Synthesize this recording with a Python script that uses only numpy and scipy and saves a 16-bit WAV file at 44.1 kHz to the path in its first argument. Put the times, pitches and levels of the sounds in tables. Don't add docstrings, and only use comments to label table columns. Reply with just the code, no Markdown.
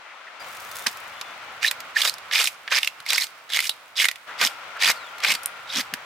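import sys
import numpy as np
from scipy import signal
from scipy.io import wavfile
from scipy.ndimage import uniform_filter1d, minimum_filter1d

SR = 44100
rng = np.random.default_rng(int(sys.argv[2]) if len(sys.argv) > 2 else 0)


def inscribe(sig):
    pcm = np.round(np.clip(np.atleast_2d(sig).T, -1, 1) * 32767)
    wavfile.write(sys.argv[1], SR, pcm.astype(np.int16))


N = 266893
HZ = np.fft.rfftfreq(2048, 1 / SR)

# start in seconds, dig-in in seconds, bite in seconds, run-out in seconds, stroke level in dB,
# run-out compared with bite in dB, first and last pitch of the bending scales in Hz,
# deepest push in seconds after the start, flesh at that push in dB, fizz halfway along in dB, closing thud in dB.
STROKES = [ (0.860, .004, 0.0078, 0.014, -20.5, -8, 2280, 3570, 0.0057, -5.5, -12.5, -45.5),
           (1.610, 0.021, 0.039, .012, -21.5, 1.5, 1770, 3930, .025, -17.5, -15.5, -72),
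           (1.945, 0.023, 0.08, 0.04, -23.5, 3, 1970, 4140, 0.11, -6, -10, -70),
           (2.308, 0.022, 0.091, .062, -18.5, -7, 2570, 2320, 0.098, -8.5, -10, -73),
           (2.696, 0.03, 0.059, 0.1, -18, -18.5, 1640, 3000, 0.027, -8, -14.5, -78),
           (3.051, 0.048, 0.06, 0.085, -21.5, -5, 4570, 4270, 0.082, -9.5, -11.5, -66),
           (3.489, 0.06, 0.016, .112, -19, -10, 3500, 2230, .095, -12.5, -10.5, -68),
           (3.953, 0.035, 0.039, 0.039, -16.5, -9, 3600, 1900, 0.043, -17, -12.5, -67),
           (4.378, 0.039, 0.033, 0.027, -17, -7, 2100, 3280, 0.046, -6.5, -12, -48),
           (4.789, .034, 0.079, 0.0136, -17, -4.5, 2800, 2140, 0.113, -5, -12.5, -51.5),
           (5.214, 0.026, 0.079, 0.035, -20, -7, 2280, 2520, 0.038, -5, -12.5, -51),
           (5.670, 0.096, 0.011, 0.035, -22, -3, 3700, 2930, .128, -5.5, -14.5, -41), ]
# time in seconds, peak in dB before a small common boost, ring pitch in Hz, brightness in dB before scaling.
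SNAPS = [(0.57, -28, 2170, -6), (0.713, -27, 1410, -10), (0.8683, -6, 5640, -15), (1.2116, -16, 1360, -27),
         (1.6288, -14, 1700, -40), (1.711, -10.5, 1730, -14.5), (1.803, -18.5, 1300, -15),
         (2.017, 1, 3430, -15), (2.05, -10.5, 2770, -11), (2.0947, -8.5, 4480, -11), (2.139, -21, 4700, -1),
         (2.182, -29, 1250, -17), (2.3114, -14.5, 1860, -48), (2.3559, -9, 2330, -37),
         (2.4422, -8.5, 7320, -15), (2.4556, -9, 4140, -17), (2.472, -3.5, 2460, -12.5),
         (2.6766, -17.5, 1870, -52), (2.7209, -9.5, 1520, -43), (2.7695, -10, 4840, -21),
         (2.7842, -7, 2130, -23), (2.83, -9.5, 2580, -26), (2.8453, -12.5, 2560, -12),
         (2.8733, -6.5, 2700, -20.5), (3.0014, -27, 1310, -26), (3.0623, -19.5, 2110, -17.5),
         (3.089, -13, 5130, -12), (3.1033, -3.5, 3600, -20), (3.1308, -7, 2280, -9),
         (3.179, -0.5, 2130, -12), (3.2676, -26, 5130, -18), (3.501, -22, 1630, -28),
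         (3.5339, -8, 3270, -17), (3.5696, -8.5, 2120, -24), (3.5891, -7.5, 2100, -23),
         (3.6029, -8, 2190, -16.5), (3.693, -1, 3400, -11), (3.9713, -13.5, 4630, -24),
         (4.0423, -6.5, 2200, -30), (4.0524, 0, 2010, -21), (4.0841, -6.5, 1810, -24),
         (4.1122, -15.5, 1960, -12), (4.157, -24.5, 2040, -20), (4.413, -8, 2360, -20),
         (4.4704, -10, 2880, -33), (4.911, -10.5, 1770, -22), (5.182, -29, 1240, -19),
         (5.202, -24.5, 1410, -27), (5.2458, -2, 2260, -30), (5.3203, -9, 2680, -16),
         (5.3497, -15.5, 1370, -19), (5.432, -26, 1420, 3), (5.458, -7, 10500, -9),
         (5.9368, -11.5, 1620, -15.5)]
# frequency in Hz, strength in dB per Hz.
RASP = [(150, -52), (250, -26.5), (298, -26), (557, -17), (816, -12.5), (1260, -7.5), (1450, -8.5),
        (1820, -6), (2050, -2.5), (3840, -2), (5250, -4.5), (5930, -8.5), (15200, -16), (16000, -46)]
# frequency in Hz, side compared with middle in dB.
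WIDTH = [(200, -10), (1000, -39), (2000, -16.5), (4000, -7), (8000, -7), (15000, -6)]


def amp(db):
    return 10 ** (np.asarray(db) / 20)


def unit(x):
    return x / np.sqrt(np.mean(x ** 2) + 1e-20)


def ramp(t, start, length):
    return np.clip((t - start) / length, 0, 1)


def read(points, hz):
    f, value = np.transpose(points)
    return np.interp(np.log(hz + 1), np.log(f + 1), value)


def add(mix, s, sound):
    part = mix[:, max(round(s * SR), 0):][:, :sound.shape[-1]]
    part += sound[..., :part.shape[1]]


def colour(x, db):
    log_gain = np.log(amp(np.maximum(db, db.max() - 100)))
    both_halves = np.r_[log_gain, log_gain[-2:0:-1]]
    spectrum = np.exp(np.conj(signal.hilbert(both_halves)))
    taps = np.fft.ifft(spectrum).real
    return signal.fftconvolve(x, taps[:len(HZ)])[:len(x)]


def band(x, lo_hz, hi_hz):
    edges = [lo_hz, min(hi_hz, .49 * SR)]
    return signal.sosfilt(signal.butter(4, edges, "band", fs=SR, output="sos"), x)


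def resonate(x, hz, width):
    turn = np.exp(2j * np.pi * np.cumsum(hz * np.ones(x.shape[-1])) / SR)
    r = np.exp(-np.pi * width / SR)
    smooth = signal.lfilter([1 - r], [1, -r], x / turn + 1e-18)
    return 2 * (turn * smooth).real


def narrow(n, hz, width):
    noise = rng.standard_normal(n + SR // 10)
    return unit(resonate(resonate(noise, hz, width), hz, width)[-n:])


def rings(table, width):
    out = np.zeros((2, N))
    for s, db, hz, length in table:
        n = round(length * SR)
        swell = signal.windows.tukey(n, .8) * narrow(n, hz, width)
        add(out, s, amp(db) * unit(swell))
    return out


def spread(pair, db, width):
    mid = colour(pair[0], db)
    side = colour(pair[1], db + read(width, HZ))
    return np.array([mid + side, mid - side])


def strokes():
    touch_db = -23
    ease_s = 0.0054
    lift_s, lift_db = .011, -20.5
    spray_s, spray_fade_db, spray_fizz_db = 0.064, -14.5, 3.5
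    fizz_rise_db = 11.5
    fizz_keep = 0.24
    push_s, flesh_rest_db = 0.015, -8.5
    loose_db = 8

    out = np.zeros((2, N))
    grains = crackle(per_s=2000, size_db=4.0, decay=0.00091, ring_db=20.5, sharpness=13.3)
    slime = unit(spread(rng.standard_normal((2, N)), read(RASP, HZ), WIDTH))
    rasp = unit(band(grains, 1666, 7800))
    flesh = unit(band(grains, 396, 1360))
    fizz = unit(band(grains + amp(-11.5) * slime, 6620, 20800))
    pops = amp(loose_db) * loose_scales()
    for start, dig, bite, run_out, db, light_db, first_hz, last_hz, push, flesh_db, fizz_db, _ in STROKES:
        ease = dig + bite
        lift = ease + run_out
        t = np.arange(0, lift + lift_s + spray_s, 1 / SR)
        at = round(start * SR) + np.arange(len(t))

        lifted = ramp(t, lift, lift_s)
        eased_db = light_db * ramp(t, ease, ease_s)
        digging_db = touch_db * (1 - ramp(t, 0, dig))
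        spray_db = spray_fade_db * ramp(t, lift + lift_s, spray_s)
        force_db = digging_db + eased_db + lift_db * lifted + spray_db

        along = ramp(t, 0, lift)
        hz = first_hz * (last_hz / first_hz) ** along
        bending = unit(rasp[:, at] + amp(1.0) * resonate(rasp[:, at], hz, 840))

        away_from_push = 1 - np.exp(-((t - push) / push_s) ** 2)
        give = amp(flesh_db + flesh_rest_db * away_from_push)
        wet = amp(fizz_db + fizz_rise_db * (along - .5) - fizz_keep * eased_db + spray_fizz_db * lifted)
        sound = amp(-2.0) * bending + pops[:, at] + give * flesh[:, at] + wet * fizz[:, at]
        add(out, start, amp(db + force_db) * sound * signal.windows.tukey(len(at), .04))
    return out


def crackle(per_s, size_db, decay, ring_db, sharpness, count=36):
    out = np.zeros((2, N))
    for hz in np.geomspace(1500, 6000, count):
        happens = rng.random(N) < per_s / count / SR
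        clicks = happens * amp(size_db * np.minimum(rng.exponential(1, N), 4))
        grain = crack(hz, decay * rng.uniform(0.87, 2.7), ring_db, sharpness, tilt_db=1.8 * rng.standard_normal())
        out += signal.oaconvolve(clicks[None], unit(grain), axes=1)[:, :N]
    power = abs(uniform_filter1d((out ** 2).mean(0), size=700))
    return out / np.sqrt(power + 1e-9)


def crack(hz, decay, ring_db, sharpness, tilt_db):
    t = np.arange(1024) / SR
    envelope = np.exp(-t / decay) * (1 - np.exp(-t / 0.00025))
    burst = rng.standard_normal((2, len(t))) * envelope
    off_pitch = sharpness * (HZ / hz - hz / (HZ + 1))
    ring = 10 * np.log10(1 + amp(ring_db) ** 2 / (1 + off_pitch ** 2))
    treble = tilt_db * read([(3500, 0.12), (9000, 0.88)], HZ)
    return spread(burst, read(RASP, HZ) + ring + treble, WIDTH)


def loose_scales():
    loose_per_s = 35
    out = np.zeros((2, N))
    for when, pitch, size in rng.random((round(loose_per_s * N / SR), 3)):
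        pop = crack(1700 * 3 ** pitch, .0003, ring_db=19, sharpness=7.8, tilt_db=6)
        add(out, when * N / SR, amp(-6 * size) * pop / abs(pop).max())
    return out


def skips():
    skip_db = -4.5
    skip_after_s, skip_s = 0.015, 0.0097
    after = np.arange(0, skip_after_s + 3 * skip_s, 1 / SR)
    dip = np.exp(-((after - skip_after_s) / skip_s) ** 2)
    dips = np.zeros((1, N))
    for s, db, *_ in SNAPS:
        add(dips, s, amp(db / 2) * dip)
    return amp(skip_db * dips)


def snaps():
    out = np.zeros((2, N))
    for s, db, hz, bright_db in SNAPS:
        decay = 0.0023 * (2500 / hz) ** 0.67
        snap = crack(hz, decay, ring_db=12, sharpness=4.2, tilt_db=0.83 * (bright_db + 22.5))
        add(out, s + .0008, amp(db + 1.0) * snap / abs(snap).max())
    return out


def squeaks():
    # start in seconds, rms level in dB, pitch in Hz, length in seconds.
    squeak_rows = [(1.644, -16, 1750, 0.0095), (1.678, -22.5, 4000, 0.015), (1.958, -18, 1740, 0.017),
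                   (2.68, -31.5, 1790, .006), (2.713, -27, 1560, .025), (3.146, -25.5, 4940, .014),
                   (3.19, -36, 2120, 0.057), (3.212, -25, 4080, 0.015), (3.578, -33, 2090, 0.044),
                   (3.703, -39, 3880, 0.022), (5.3, -21.5, 2230, .018), (5.693, -35, 3700, .02)]
    return rings(squeak_rows, width=280)


def surroundings(x, near_t60, far_t60, near_db, far_db):
    t = np.arange(SR // 2) / SR
    taps = rng.standard_normal((2, len(t))) * (rng.random((2, len(t))) < .15) * (t > .002)
    echo = 0
    for t60, db in ((near_t60, near_db), (far_t60, far_db)):
        tail = taps * amp(-60 * t / t60)
        echo = echo + amp(db) * tail / np.linalg.norm(tail[0])
    return x + signal.fftconvolve(x, echo, axes=1)[:, :N]


def body_knocks():
    # start in seconds, rms level in dB, pitch in Hz, length in seconds.
    bump_rows = [(2.998, -63, 110, 0.021), (5.924, -43.5, 224, 0.032)]
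    return rings(thuds() + bump_rows, width=135)


def thuds():
    thud_hz, longest_s, lead_s = 229, .11, .085
    rows = []
    for start, dig, bite, run_out, *_, db in STROKES:
        lift = dig + bite + run_out
        rows.append((start + max(lift - lead_s, 0), db, thud_hz, min(longest_s, lift)))
    return rows


def rustle():
    start_s, peak_s = 0.393, 0.79
    peak_db, rest_db = -42.5, -61
    swell_db_per_s, fade_db_per_s = 24, 41
    flutter_db = 2

    ticks = (rng.random(N) < 500 / SR) * amp(5.9 * np.minimum(rng.exponential(1, N), 4))
    tick_tails = signal.lfilter([1], [1, -np.exp(-1 / (0.00083 * SR))], ticks)
    hiss = rng.standard_normal((2, N)) * (1 + 0.48 * tick_tails)
    hiss_db = read([(800, -16), (3000, -5), (6000, 0), (10000, -2.5), (16000, -4.0)], HZ)
    sound = unit(spread(hiss, hiss_db, WIDTH))
    t = np.arange(N) / SR
    swell_db = peak_db + np.minimum(swell_db_per_s * (t - peak_s), fade_db_per_s * (peak_s - t))
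    clumps_db = flutter_db * unit(uniform_filter1d(rng.standard_normal(N), size=900))
    return sound * ramp(t, start_s, .01) * np.hypot(amp(swell_db + clumps_db), amp(rest_db))


def grove():
    # frequency in Hz, strength in dB per Hz.
    wash_colour = [(18, -37), (30, -37.5), (105, -20), (170, -22), (415, -16.5), (473, -11.5), (569, -8),
                   (1220, -3), (1350, -0.5), (1630, -6.5), (2230, -6.5), (3220, -13), (3770, -16.5),
                   (6550, -27), (13700, -45), (16000, -39)]
    # frequency in Hz, side compared with middle in dB.
    wash_width = [(60, -25), (240, -17.5), (950, -7), (3770, -1), (15000, 3.5)]
    # start in seconds, level in dB, drift in dB per second,
    # extra rumble in dB, left compared with right in dB (for the sound above the rumble).
    stretches = [(0, -44.5, 5, -17, 4), (.4, -38.6, -0.7, 4, 2.5), (1.6, -39.5, -3, 4.5, -1),
                 (2.45, -44.5, -2, 1.5, -0.5), (4.269, -38.5, -0.64, -1, 3), (5.6, -40.5, 1, 6, 1)]

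    t = np.arange(N) / SR
    rows = np.array(stretches)
    start, level_db, drift, rumble_db, pan_db = rows[np.searchsorted(rows[1:, 0], t)].T
    db = uniform_filter1d(level_db + drift * (t - start), size=600)
    wash = unit(spread(rng.standard_normal((2, N)), read(wash_colour, HZ), wash_width))
    rumble = signal.sosfiltfilt(signal.butter(2, 190, fs=SR, output="sos"), wash)
    waver = unit(sum(np.sin(2 * np.pi * (f * t + rng.random())) / np.sqrt(f) for f in np.geomspace(2, 30, 20)))
    panned = (wash - rumble) * amp([pan_db / 2, -pan_db / 2])
    return amp(db + .5 * waver) * (panned + amp(rumble_db) * rumble)


def background_swells():
    # start in seconds, rms level in dB, pitch in Hz, length in seconds.
    swell_rows = [(.04, -51, 2000, .14), (.26, -44.5, 1800, 0.036), (4.262, -41.5, 1380, 0.086),
                  (4.755, -36.5, 1400, 0.032)]
    return rings(swell_rows, width=870)


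def far_tones():
    # start in seconds, end in seconds, pitch in Hz, width in Hz, level in dB.
    tone_rows = [(0.702, 2.3, 1392, 60, -59), (4.27, 5.8, 1390, 70, -48)]
    out = np.zeros((2, N))
    for start, end, hz, width, db in tone_rows:
        n = round((end - start) * SR)
        add(out, start, amp(db) * narrow(n, hz, width) * signal.windows.tukey(n, .2))
    return out


def bird_whistles():
    # start in seconds, end in seconds, first pitch in Hz, last pitch in Hz, level in dB.
    whistle_rows = [(0.395, 0.432, 4860, 4770, -46.5), (.68, .87, 3530, 3610, -53),
                    (1.12, 1.34, 3440, 3495, -53.5), (4.95, 5.11, 4630, 3030, -49.5)]
    octave_db, fuzz_db = -19, -8
    out = np.zeros((2, N))
    for start, end, first_hz, last_hz, db in whistle_rows:
        n = round((end - start) * SR)
        hz = np.linspace(first_hz, last_hz, n)
        phase = 2 * np.pi * np.cumsum(hz) / SR
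        fuzz = unit(resonate(rng.standard_normal(n), hz, 120))
        whistle = np.sin(phase) + amp(octave_db) * np.sin(2 * phase) + amp(fuzz_db) * fuzz
        add(out, start, amp(db) * unit(whistle) * signal.windows.tukey(n, .2))
    return out


def scene():
    # time in seconds, left compared with right in dB.
    work_pan = [(.9, -2), (1.7, -3.4), (4.1, -3.2), (4.4, -2), (5.8, -1.2)]
    pan_db = np.interp(np.arange(N) / SR, *np.transpose(work_pan))
    scales = strokes() * skips() + snaps() + squeaks()
    work = surroundings(scales, near_t60=0.079, far_t60=1.0, near_db=-13, far_db=-27.5)
    work = work * amp([pan_db / 2, -pan_db / 2])
    background = grove() + background_swells() + far_tones() + bird_whistles()
    return work + body_knocks() + rustle() + background


def record(dry):
    ceiling, edge_hz = 0.63, 16200
    room_left = ceiling / np.maximum(abs(dry).max(0), ceiling)
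    gain = uniform_filter1d(minimum_filter1d(room_left, size=91), size=91)
    low_pass = signal.firwin(401, edge_hz, window=("kaiser", 9), fs=SR)
    return signal.oaconvolve(dry * gain, low_pass[None], "same")


dry = scene()
out = record(dry)
inscribe(out)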